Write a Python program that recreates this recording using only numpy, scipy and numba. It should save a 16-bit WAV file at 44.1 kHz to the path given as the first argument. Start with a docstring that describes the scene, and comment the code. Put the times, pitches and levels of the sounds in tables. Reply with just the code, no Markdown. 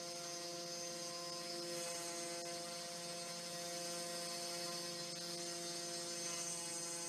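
"""On a wooden board, close to a one-microphone phone, a small router spindle cuts a groove.
The turning shaft radiates a harmonic series, clean in the bass; higher up the ball bearing splits each order
into a fast line and slower ones, which the housing whine lifts. Noise of air and chips throbs with the turn,
chiefly three times in each; the machine frame adds narrow hums of its own.
Now and then the faint bands drop for a moment."""
import sys
import numpy as np
from scipy import signal
from scipy.io import wavfile
from scipy.ndimage import uniform_filter1d
from numba import njit

SR = 44100
rng = np.random.default_rng(int(sys.argv[2]) if len(sys.argv) > 2 else 0)


def convert_level_to_amplitude(level_db):
    """Map a level in decibels to its linear amplitude factor."""
    exponent = np.asarray(level_db, float) / 20
    return 10 ** exponent


def unload_wav(signal):
    """Save mono or channel-first audio to the path in sys.argv[1] as 16-bit WAV at rate SR, clipped to [-1, 1]."""
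    wavfile.write(
        sys.argv[1],
        SR,
        np.round(np.clip(np.atleast_2d(signal).T, -1, 1) * 32767).astype(np.int16),
    )


N = 312228

# Shaft speed, free and under load: (time [s], turn rate [Hz])
SHAFT_SPEED = [(0.0, 172.75), (0.75, 172.75), (1.6, 173.13), (1.75, 172.3), (1.88, 171.81), (2.05, 171.6),
               (2.25, 171.69), (2.72, 172.65), (3.25, 172.67), (3.5, 172.87), (3.8, 172.72), (4.3, 172.7),
               (4.78, 173.23), (4.88, 173.13), (5.0, 172.64), (6.0, 172.24), (6.5, 171.43), (6.75, 170.76),
               (7.08, 170.84)]
# How hard the bit bites: (time [s], bite [dB])
BITE = [(0.0, -4.5), (0.35, -4), (0.6, -4), (1.6, -1.5), (1.8, 3), (2.2, .5), (2.6, -0.5), (3.4, 0),
        (3.8, 0), (4.2, 1.5), (4.7, 1.5), (5.1, -2), (5.5, 1.5), (6.1, 0.5), (6.4, -1), (7.08, -3.5)]
# Orders 1 to 6 of the shaft: (level running free [dB], slope [dB per Hz of lost speed])
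LOW_ORDERS = [(-64.5, 0.2), (-58, .5), (-54.5, 0.5), (-57.5, 0.8), (-77, 4.5), (-66.5, 1.5)]
# The hum shifts its weight as the head travels, one list an order: (start [s], end [s], level [dB])
LOW_ORDER_SWELLS = [
    [(.4, 1.3, -0.5), (1.3, 2.15, 2), (2.15, 2.95, -0.5), (2.95, 5.9, 4.5), (5.9, 6.6, 3.5)],
    [(1.53, 1.83, 8.5), (1.85, 1.91, -11), (1.98, 2.35, 4.5), (2.35, 2.55, 1), (2.65, 3.0, -6),
     (3.0, 3.6, -2), (4.35, 4.7, 2.5), (5.25, 5.65, 4), (5.65, 6.3, 2)],
    [(1.1, 1.65, 0), (1.7, 1.97, 5.5), (3.6, 4.65, 1), (4.75, 5.95, -2.5), (5.95, 6.4, -3.5),
     (6.4, 7.5, -4)],
    [(.7, 1.45, -2), (1.6, 1.75, -4.5), (2.4, 3.0, 2), (3.55, 4.78, 2), (4.78, 5.35, -3.5),
     (6.0, 6.5, -3.5), (6.5, 7.5, -6)],
    [(2.1, 4.6, 4), (4.9, 6.4, -10), (1.8, 2.1, 4), (6.45, 7.5, 5)],
    [(1.05, 1.45, 8), (1.6, 2.3, -3), (3.9, 4.45, 2), (4.65, 4.75, 14), (4.76, 4.95, 6), (5.1, 6.1, -13),
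     (6.1, 7.5, -2.5)],
]
# Low orders shift in step, so the hum pulses or evens out, one list an order:
# (start [s], end [s], phase [rad])
LOW_ORDER_PHASES = [
    [(-.5, 3.8, .6), (3.8, 4.6, -.5), (4.6, 5.4, -1.5), (5.4, 7.5, -.7)],
    [(-.5, 1.0, .8), (1.6, 1.88, -.8), (1.88, 2.68, 1.8), (4.6, 5.4, -.9), (5.4, 6.6, -.3), (6.6, 7.5, .6)],
    [(-.5, 7.5, 0)],
    [(-.5, 7.5, 0)],
    [(-.5, 1.0, -1.2), (1.6, 7.5, -2.1)],
    [(1.6, 7.5, -2)],
]
# All low orders turn together, so the pulse points down or leans: (start [s], end [s], phase [rad])
COMMON_PHASE = [(-.5, 3.8, -1.6), (3.8, 4.6, -.6)]
# The ball cage beats against low orders: (offset [orders], order [1], level before chance [dB re order])
CAGE_LINES = [(-.14, 1, -12), (-.14, 2, -13), (.14, 2, -19), (-.14, 3, -22), (.14, 3, -20), (-.14, 6, -14),
              (.14, 6, -15)]
# Bearing lines before swells, one row an order from the seventh: (fast line [dB], slow lines [dB])
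BEARING_ORDERS = [(-76.5, -73), (-71.5, -70), (-82.5, -68.5), (-78.5, -73.5), (-72.5, -68.5), (-78, -69),
                  (-78.5, -69), (-78, -75), (-87, -67.5), (-75, -75.5), (-86, -69), (-77, -77.5),
                  (-85, -71.5), (-100, -71), (-69, -78), (-74.5, -76.5), (-100.0, -81), (-76.5, -61),
                  (-72, -63.5), (-71.5, -61.5), (-63.5, -65), (-73, -64.5), (-64.5, -59.5), (-63, -58),
                  (-72.5, -61.5), (-71.5, -71), (-76, -68.5), (-69, -70), (-81, -66.5), (-64.5, -59.5),
                  (-67.5, -62), (-71, -63), (-71, -67), (-78, -74), (-76, -66.5), (-85, -88), (-76, -73),
                  (-83, -71), (-80, -84), (-88, -76), (-74, -74), (-71, -63), (-70.5, -69), (-73, -70.5),
                  (-78.5, -70), (-71.5, -69), (-74.5, -102), (-88, -79), (-91, -71.5), (-80, -93)]
# The same for sparse top orders, interpolated between: (order [1], fast line [dB], slow lines [dB])
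BEARING_TOP_ORDERS = [(59, -92, -90), (61, -82, -81), (62, -88, -86), (63, -82, -84), (68, -90, -88),
                      (72, -94, -92), (75, -88, -88), (82, -89, -89)]
# Slow bearing lines, the last one broad:
# (slip [share of turn], level [dB re slow lines], width [Hz], width [Hz per order], steadiness [0-1])
SLOW_LINES = [(-.0037, -2.3, 1.5, .2, .85), (-.0082, -5.8, 5, .9, 0)]
# Single orders ring up or fade as the head travels: (order [1], start [s], end [s], level [dB])
ORDER_SWELLS = [(8, 1.75, 2.05, 5), (11, 4.2, 4.8, 3), (12, -.5, 3.4, 2), (21, -.5, 1.6, -6),
                (22, -.5, 1.6, -2), (30, -.5, 1.2, -3), (29, 5.6, 6.6, -4), (24, 4.9, 6.1, 3),
                (24, 6.4, 7.5, -8), (25, -.5, 1.5, -4), (26, 4.3, 4.85, 3), (28, 1.7, 3.6, -3),
                (29, -.5, 1.25, 1.5), (29, 1.25, 1.6, 3), (31, 5.55, 6.0, 2), (31, 6.0, 6.45, -2),
                (17, -.5, 1.0, -2), (17, 1.7, 2.1, 3), (17, 4.0, 5.0, -4), (17, 6.28, 6.7, 6),
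                (27, -.5, 1.0, -3), (27, 5.7, 6.7, 2), (28, -.5, 1.6, 2), (34, 1.3, 7.5, -5),
                (40, 1.3, 5.5, -6), (35, 1.6, 3.2, -5), (36, .7, .92, 4), (36, 6.25, 6.6, 3),
                (37, 1.2, 6.3, -3), (38, -.5, 1.7, -5), (38, 2.3, 6.0, -5), (39, -.5, 1.7, -7),
                (39, 1.75, 2.2, 4), (39, 2.6, 6.6, -7), (49, 3.8, 4.3, 5), (49, 6.0, 7.5, 4),
                (50, 1.6, 2.4, -4), (50, 5.0, 7.5, -4)]
# Lean of the fast line over the slow ones, below and from the upper ring: (lean running free [dB],
# slope [dB per dB of bite], slope [dB per Hz of lost speed], slope [dB per s of travel])
LEAN = [(2, -0.93, -3, -0.3), (4, 0, -4, -1.26)]
# Passing changes of that lean, a list below and one from the upper ring: (start [s], end [s], lean [dB])
LEAN_SWELLS = [
    [(-.5, 0.97, -0.5), (5.3, 6.15, 5)],
    [(-.5, 1.14, 8.5), (2.5, 4.27, 1)],
]
# The labouring bearing blurs its thin lines into the broad one: (start [s], end [s], blur [dB])
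BLUR = [(1.62, 2.15, 1.5), (4.25, 4.8, 5), (6.55, 7.5, 4)]
# Share of the blur taken by each: fast line, slow line, broad line [dB per dB]
BLUR_SHARE = [-0.97, -0.36, 1]
# Board, three housing rings and top air:
# (frequency [Hz], slope [dB per dB of bite], slope [dB per Hz of lost speed])
BODY = [(2400, .5, -0.26), (4990, 0, -1.5), (6370, 0.65, 0), (8200, 1.12, 0.9), (12100, 0.5, 0)]
# Passing swells of these bodies, one list each: (start [s], end [s], level [dB])
BODY_SWELLS = [
    [(0.23, 0.31, 3.5), (6.25, 6.42, 3.5), (5.7, 3.3, 4), (4.85, 4.4, -2.5)],
    [(-.5, .75, 1.5), (1.15, 1.6, 2), (3.55, 4.2, 1), (4.2, 4.9, 2), (4.9, 6.45, 2.5)],
    [(-.5, .65, 3.5), (.65, 1.1, 3), (1.15, 1.65, 1), (1.75, 2.28, 1.5), (3.6, 4.0, 3.5), (5.5, 6.25, 1),
     (6.25, 6.55, 4.5)],
    [(.5, .75, -2.5), (3.8, 4.3, 1.5), (5.2, 6.3, 0), (6.3, 7.5, 3.5)],
    [(1.7, 2.1, 3.5), (3.5, 4.9, 4), (5.22, 5.35, 4.5), (6.2, 7.5, 2.5)],
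]
# Relative spectrum of air and chips: (frequency [Hz], density [dB per Hz])
HISS_SPECTRUM = [(25, -44), (60, -20), (130, -0.5), (260, -6.5), (580, -3), (780, -8), (1100, -4.5),
                 (1800, -8.5), (2120, -5.5), (2310, -11.5), (2650, -9), (2850, -10), (3350, -5.5),
                 (3530, -13.5), (3800, -4), (4020, -13.5), (4400, -6), (4700, -5.5), (5400, -5),
                 (5920, -4.5), (6100, -3), (6700, -2.5), (6960, -9), (7200, -6.5), (7600, -9), (8500, -4.5),
                 (10200, -11.5), (10800, -10.5), (11400, -17), (12400, -16.5), (13000, -15), (13600, -19),
                 (14300, -20.5)]
# Hums of the frame: (frequency [Hz], width [Hz], level before chance [dB])
FRAME_HUMS = [(72, 10, -88), (157, 8, -70), (215, 14, -74), (224.5, 2.5, -70)]
# Moments when faint bands drop: (centre [s], length [s], bar at 3.5 kHz before chance [dB re whine])
DROPOUTS = [(.141, .014, -11), (.653, .013, -10), (1.122, .013, -9), (1.313, .014, -10), (1.612, .013, -12),
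            (1.933, .014, -10), (2.435, .03, -7), (4.28, .013, -8), (4.705, .016, -8), (5.14, .028, -8),
            (5.197, .016, -8), (5.367, .013, -9), (5.452, .013, -9)]


def spindle(turn):
    """Harmonic series of a rotor: each order is a shaft line or bearing lines that slip against the turn."""
    step = 64  # samples between control points
    rate = SR / step
    t = np.arange(N // step + 2) / rate
    slow_turn = np.interp(t, np.arange(N) / SR, turn)
    order = np.arange(1, 83)
    low = len(LOW_ORDERS)
    fast_db, slow_db, slow_blur = order_levels(order, t, rate)
    slipping = (order >= 12)[:, None]

    # steady in the whine, frayed above order 42
    steady = np.where(order <= low, 0.97, np.maximum(1.02 - 0.043 * order, 0.82))
    steady = np.clip(steady, 0, 0.999)
    steady[42:] = 0.1
    fast = bearing_lines(order, slow_turn, rate, 0.0027 * slipping, (1.5, 0.1), steady[:, None])
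    add_cage(fast, slow_turn, t, rate)
    # these phase shifts let the hum pulse or even out
    fast[:low] *= np.exp(1j * (swells(LOW_ORDER_PHASES, t) + swells([COMMON_PHASE], t)))

    slow = 0
    for blur, (slip, db, base, per_order, firm) in zip(slow_blur, SLOW_LINES):
        firmness = np.minimum(firm, steady)[:, None]
        line = bearing_lines(order, slow_turn, rate, slip, (base, per_order), firmness)
        slow = slow + convert_level_to_amplitude(db + blur) * line
    slow = slow * (order >= 5)[:, None]

    # before their phase shifts low neighbours stand nearly opposed; high ones spread into a short chirp
    bend = np.exp(-1j * np.where(slipping, 0.15, 1.3) * order[:, None] ** 2)
    lines = bend * (convert_level_to_amplitude(fast_db) * fast + convert_level_to_amplitude(slow_db) * slow)
    return harmonic_sum(turn, np.ascontiguousarray(np.sqrt(2) * lines.T), step)


def order_levels(order, t, rate):
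    """Excitation and resonance add in dB: levels of the fast and slow lines, and the blur of the slow ones."""
    first = len(LOW_ORDERS) + 1
    rows = [(first + i, *row) for i, row in enumerate(BEARING_ORDERS)] + BEARING_TOP_ORDERS
    k, *levels = np.transpose(rows)
    fast_db, slow_db = (np.interp(order, k, db)[:, None] for db in levels)

    # the bite of the wood shakes neighbouring orders together
    shake = wander(np.full(len(order), 16.), len(t), rate).real
    shake = quick(uniform_filter1d(shake, size=6, axis=0), rate)
    swell = swell_db(t, order * np.mean(SHAFT_SPEED, axis=0)[1]) + 5 * shake
    for k, *row in ORDER_SWELLS:
        swell[k - 1] += swells([[row]], t)[0]

    controls = np.array([np.ones(len(t)), curves(BITE, t)[0], sag_hz(t), t])
    lean = np.array(LEAN) @ controls + swells(LEAN_SWELLS, t)
    half_lean = lean[1 * (order >= 33)] / 2  # the upper ring starts at order 33
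    fast_blur, *slow_blur = np.outer(BLUR_SHARE, swells([BLUR], t))
    fast_db = fast_db + swell + half_lean + fast_blur
    slow_db = slow_db + swell - half_lean

    # the low orders follow the shaft rather than the bearing
    free_db, per_sag = np.transpose(LOW_ORDERS)[:, :, None]
    fast_db[:first - 1] = free_db + per_sag * sag_hz(t) + swells(LOW_ORDER_SWELLS, t)
    return fast_db, slow_db, slow_blur


def bearing_lines(order, slow_turn, rate, slip, width, steady):
    """Rolling slip shifts each order off the turn; neighbours share their chance, so they pulse once a turn."""
    chance = wander(width[0] + width[1] * order, len(slow_turn), rate)
    chance = (chance + 0.27 * np.roll(chance, 1, axis=0)) / np.hypot(1, 0.4)
    size = steady + np.sqrt(1 - steady ** 2) * chance
    return size * np.exp(1j * slip * order[:, None] * slow_turn)


def add_cage(lines, slow_turn, t, rate):
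    """Modulation by the ball cage puts side lines beside the low orders."""
    for offset, k, db in CAGE_LINES:
        # the side lines do not follow their order upward
        db = db - np.maximum(swells(LOW_ORDER_SWELLS[k - 1:k], t)[0], 0)
        chance = 0.27 + 1.41 * wander([4.5], len(t), rate)[0]
        lines[k - 1] += convert_level_to_amplitude(db) * chance * np.exp(1j * offset * slow_turn)


@njit
def harmonic_sum(turn, size, step):
    """Fourier synthesis: every multiple of the turn with its own slowly moving size and phase."""
    out = np.zeros(len(turn))
    for i in range(len(turn)):
        j, f = i // step, (i % step) / step
        z = np.exp(1j * turn[i])
        w = z
        for k in range(size.shape[1]):
            out[i] += ((size[j, k] * (1 - f) + size[j + 1, k] * f) * w).imag
            w *= z
    return out


def hiss(turn):
    """Broadband noise of cooling air and chips: modulated by the turn, swelling with the cut, flickering."""
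    throb = 1 + 0.034 * np.cos(turn) + 0.3 * np.cos(3 * turn)
    hz, t, bins = signal.stft(throb * rng.standard_normal(N), SR, nperseg=512)
    hz = np.maximum(hz, 1)
    table_hz, table_db = np.transpose(HISS_SPECTRUM)
    db = np.interp(np.log(hz), np.log(table_hz), table_db)[:, None]
    # below 170 Hz the rumble follows the cut less and less
    db = db + swell_db(t, hz) * np.clip(hz / 170.0, 0, 1)[:, None]
    rate = SR / 256
    patch = wander(np.full(len(hz), 22.), len(t), rate).real
    patch = uniform_filter1d(patch, size=16, axis=0)
    whole = wander([16.], len(t), rate).real
    flicker_db = quick(10 * patch + 1.35 * whole, rate)
    out = signal.istft(bins * convert_level_to_amplitude(db + flicker_db), SR, nperseg=512)[1][:N]
    return out * convert_level_to_amplitude(-54) / out.std()  # rms level


def frame():
    """Narrow-band vibration of the machine frame: hums of wavering size, not tied to the shaft."""
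    hz, width, db = np.transpose(FRAME_HUMS)
    tone = np.exp(2j * np.pi * hz[:, None] * np.arange(N) / SR)
    size = np.sqrt(2) * convert_level_to_amplitude(db)[:, None] * (0.76 + 0.79 * wander(width, N, SR))
    return (size * tone).imag.sum(axis=0)


def swell_db(t, hz):
    """Resonant response of board, housing and air: level of each frequency about its mean at times t."""
    body_hz, per_bite, per_sag = np.transpose(BODY)[:, :, None]
    db = per_bite * curves(BITE, t) + per_sag * sag_hz(t) + swells(BODY_SWELLS, t)
    db = db - db.mean(axis=1, keepdims=True)
    log_hz = np.log(body_hz[:, 0])
    share = np.array([np.interp(np.log(hz), log_hz, one) for one in np.eye(len(BODY))])
    return share.T @ db


def sag_hz(t):
    """Load on a rotor slows it: turn rate lost from the free 172.8 Hz."""
    return 172.8 - curves(SHAFT_SPEED, t)[0]


def swells(lists, t):
    """Superposition of soft-edged steps in the unit of the table, one row for each list."""
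    def rise(s):
        """Logistic step with a time constant of 0.014 s."""
        return (1 + np.tanh((t - s) / 0.014 / 2)) / 2

    return np.array([sum(value * rise(start) * (1 - rise(end)) for start, end, value in rows)
                     for rows in lists])


def curves(table, t):
    """Linear interpolation of a table's columns at times t."""
    s, *columns = np.transpose(table)
    return np.array([np.interp(t, s, c) for c in columns])


def wander(hz, size, rate):
    """Low-pass random process: complex, of unit power, smoothed twice; one row for each width in hz."""
    rows = rng.standard_normal((len(hz), size)) + 1j * rng.standard_normal((len(hz), size))
    keep = np.exp(-2 * np.pi * np.asarray(hz) / rate)
    scale = np.sqrt((1 - keep ** 2) ** 3 / (1 + keep ** 2) / 2)
    return np.array([signal.lfilter([g], [1, -2 * p, p * p], r) for g, p, r in zip(scale, keep, rows)])


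def quick(rows, rate):
    """High-pass by subtraction: chance less its running mean over 0.12 s."""
    return rows - uniform_filter1d(rows, size=int(0.12 * rate), axis=1)


def dropouts(x):
    """Level gating: most bands well under the loudest one above 4 kHz are attenuated in each dropout."""
    hz, t, bins = signal.stft(x, SR, nperseg=512, noverlap=384)
    power = uniform_filter1d(abs(bins) ** 2, size=3, axis=1)
    power = uniform_filter1d(power, size=9, axis=2)
    whine = power[:, hz > 4000].max(axis=1, keepdims=True)
    under_db = 10 * np.log10(power / whine + 1e-12)
    bar_db = np.full((len(hz), len(t)), -99.)
    depth_db = np.zeros(len(t))
    # four neighbouring bins share their luck
    luck = np.repeat(rng.standard_normal((len(DROPOUTS), len(hz))), repeats=4, axis=1)
    tilt_db = -1.2 * abs(hz / 1000 - 3.5)
    for (s, length, db), row in zip(DROPOUTS, luck):
        during = abs(t - s) < length / 2
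        bar_db[:, during] = (db + tilt_db + 4 * row[:len(hz)])[:, None]
        depth_db[during] = -24 * np.sqrt(length / 0.03)  # longer ones go deeper
    gone = (under_db < bar_db) & (hz > 780)[:, None]
    return signal.istft(bins * convert_level_to_amplitude(depth_db * gone), SR, nperseg=512, noverlap=384)[1][:, :N]


def scene():
    """Superposition of the sources at one microphone, which feeds both channels."""
    shaft_hz = curves(SHAFT_SPEED, np.arange(N) / SR)[0] + 0.0637 * wander([12.], N, SR)[0].real
    turn = 2 * np.pi * np.cumsum(shaft_hz) / SR  # shaft angle [rad]
    return np.tile(spindle(turn) + hiss(turn) + frame(), (2, 1))


def band_limit(x):
    """A steep low-pass at the top of the band."""
    return signal.sosfilt(signal.butter(12, 14430, fs=SR, output="sos"), x)


def record(dry):
    """Band limiting: the phone cuts the deep bass and the top, and loses the faint bands now and then."""
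    bass_cut = signal.butter(2, 65., "high", fs=SR, output="sos")
    top_cut = signal.ellip(10, 0.1, 60, 14190, fs=SR, output="sos")
    mix = signal.sosfilt(bass_cut, dry)
    mix = signal.sosfiltfilt(top_cut, mix)
    mix = dropouts(mix)
    return band_limit(mix)


dry = scene()
out = record(dry)
unload_wav(out)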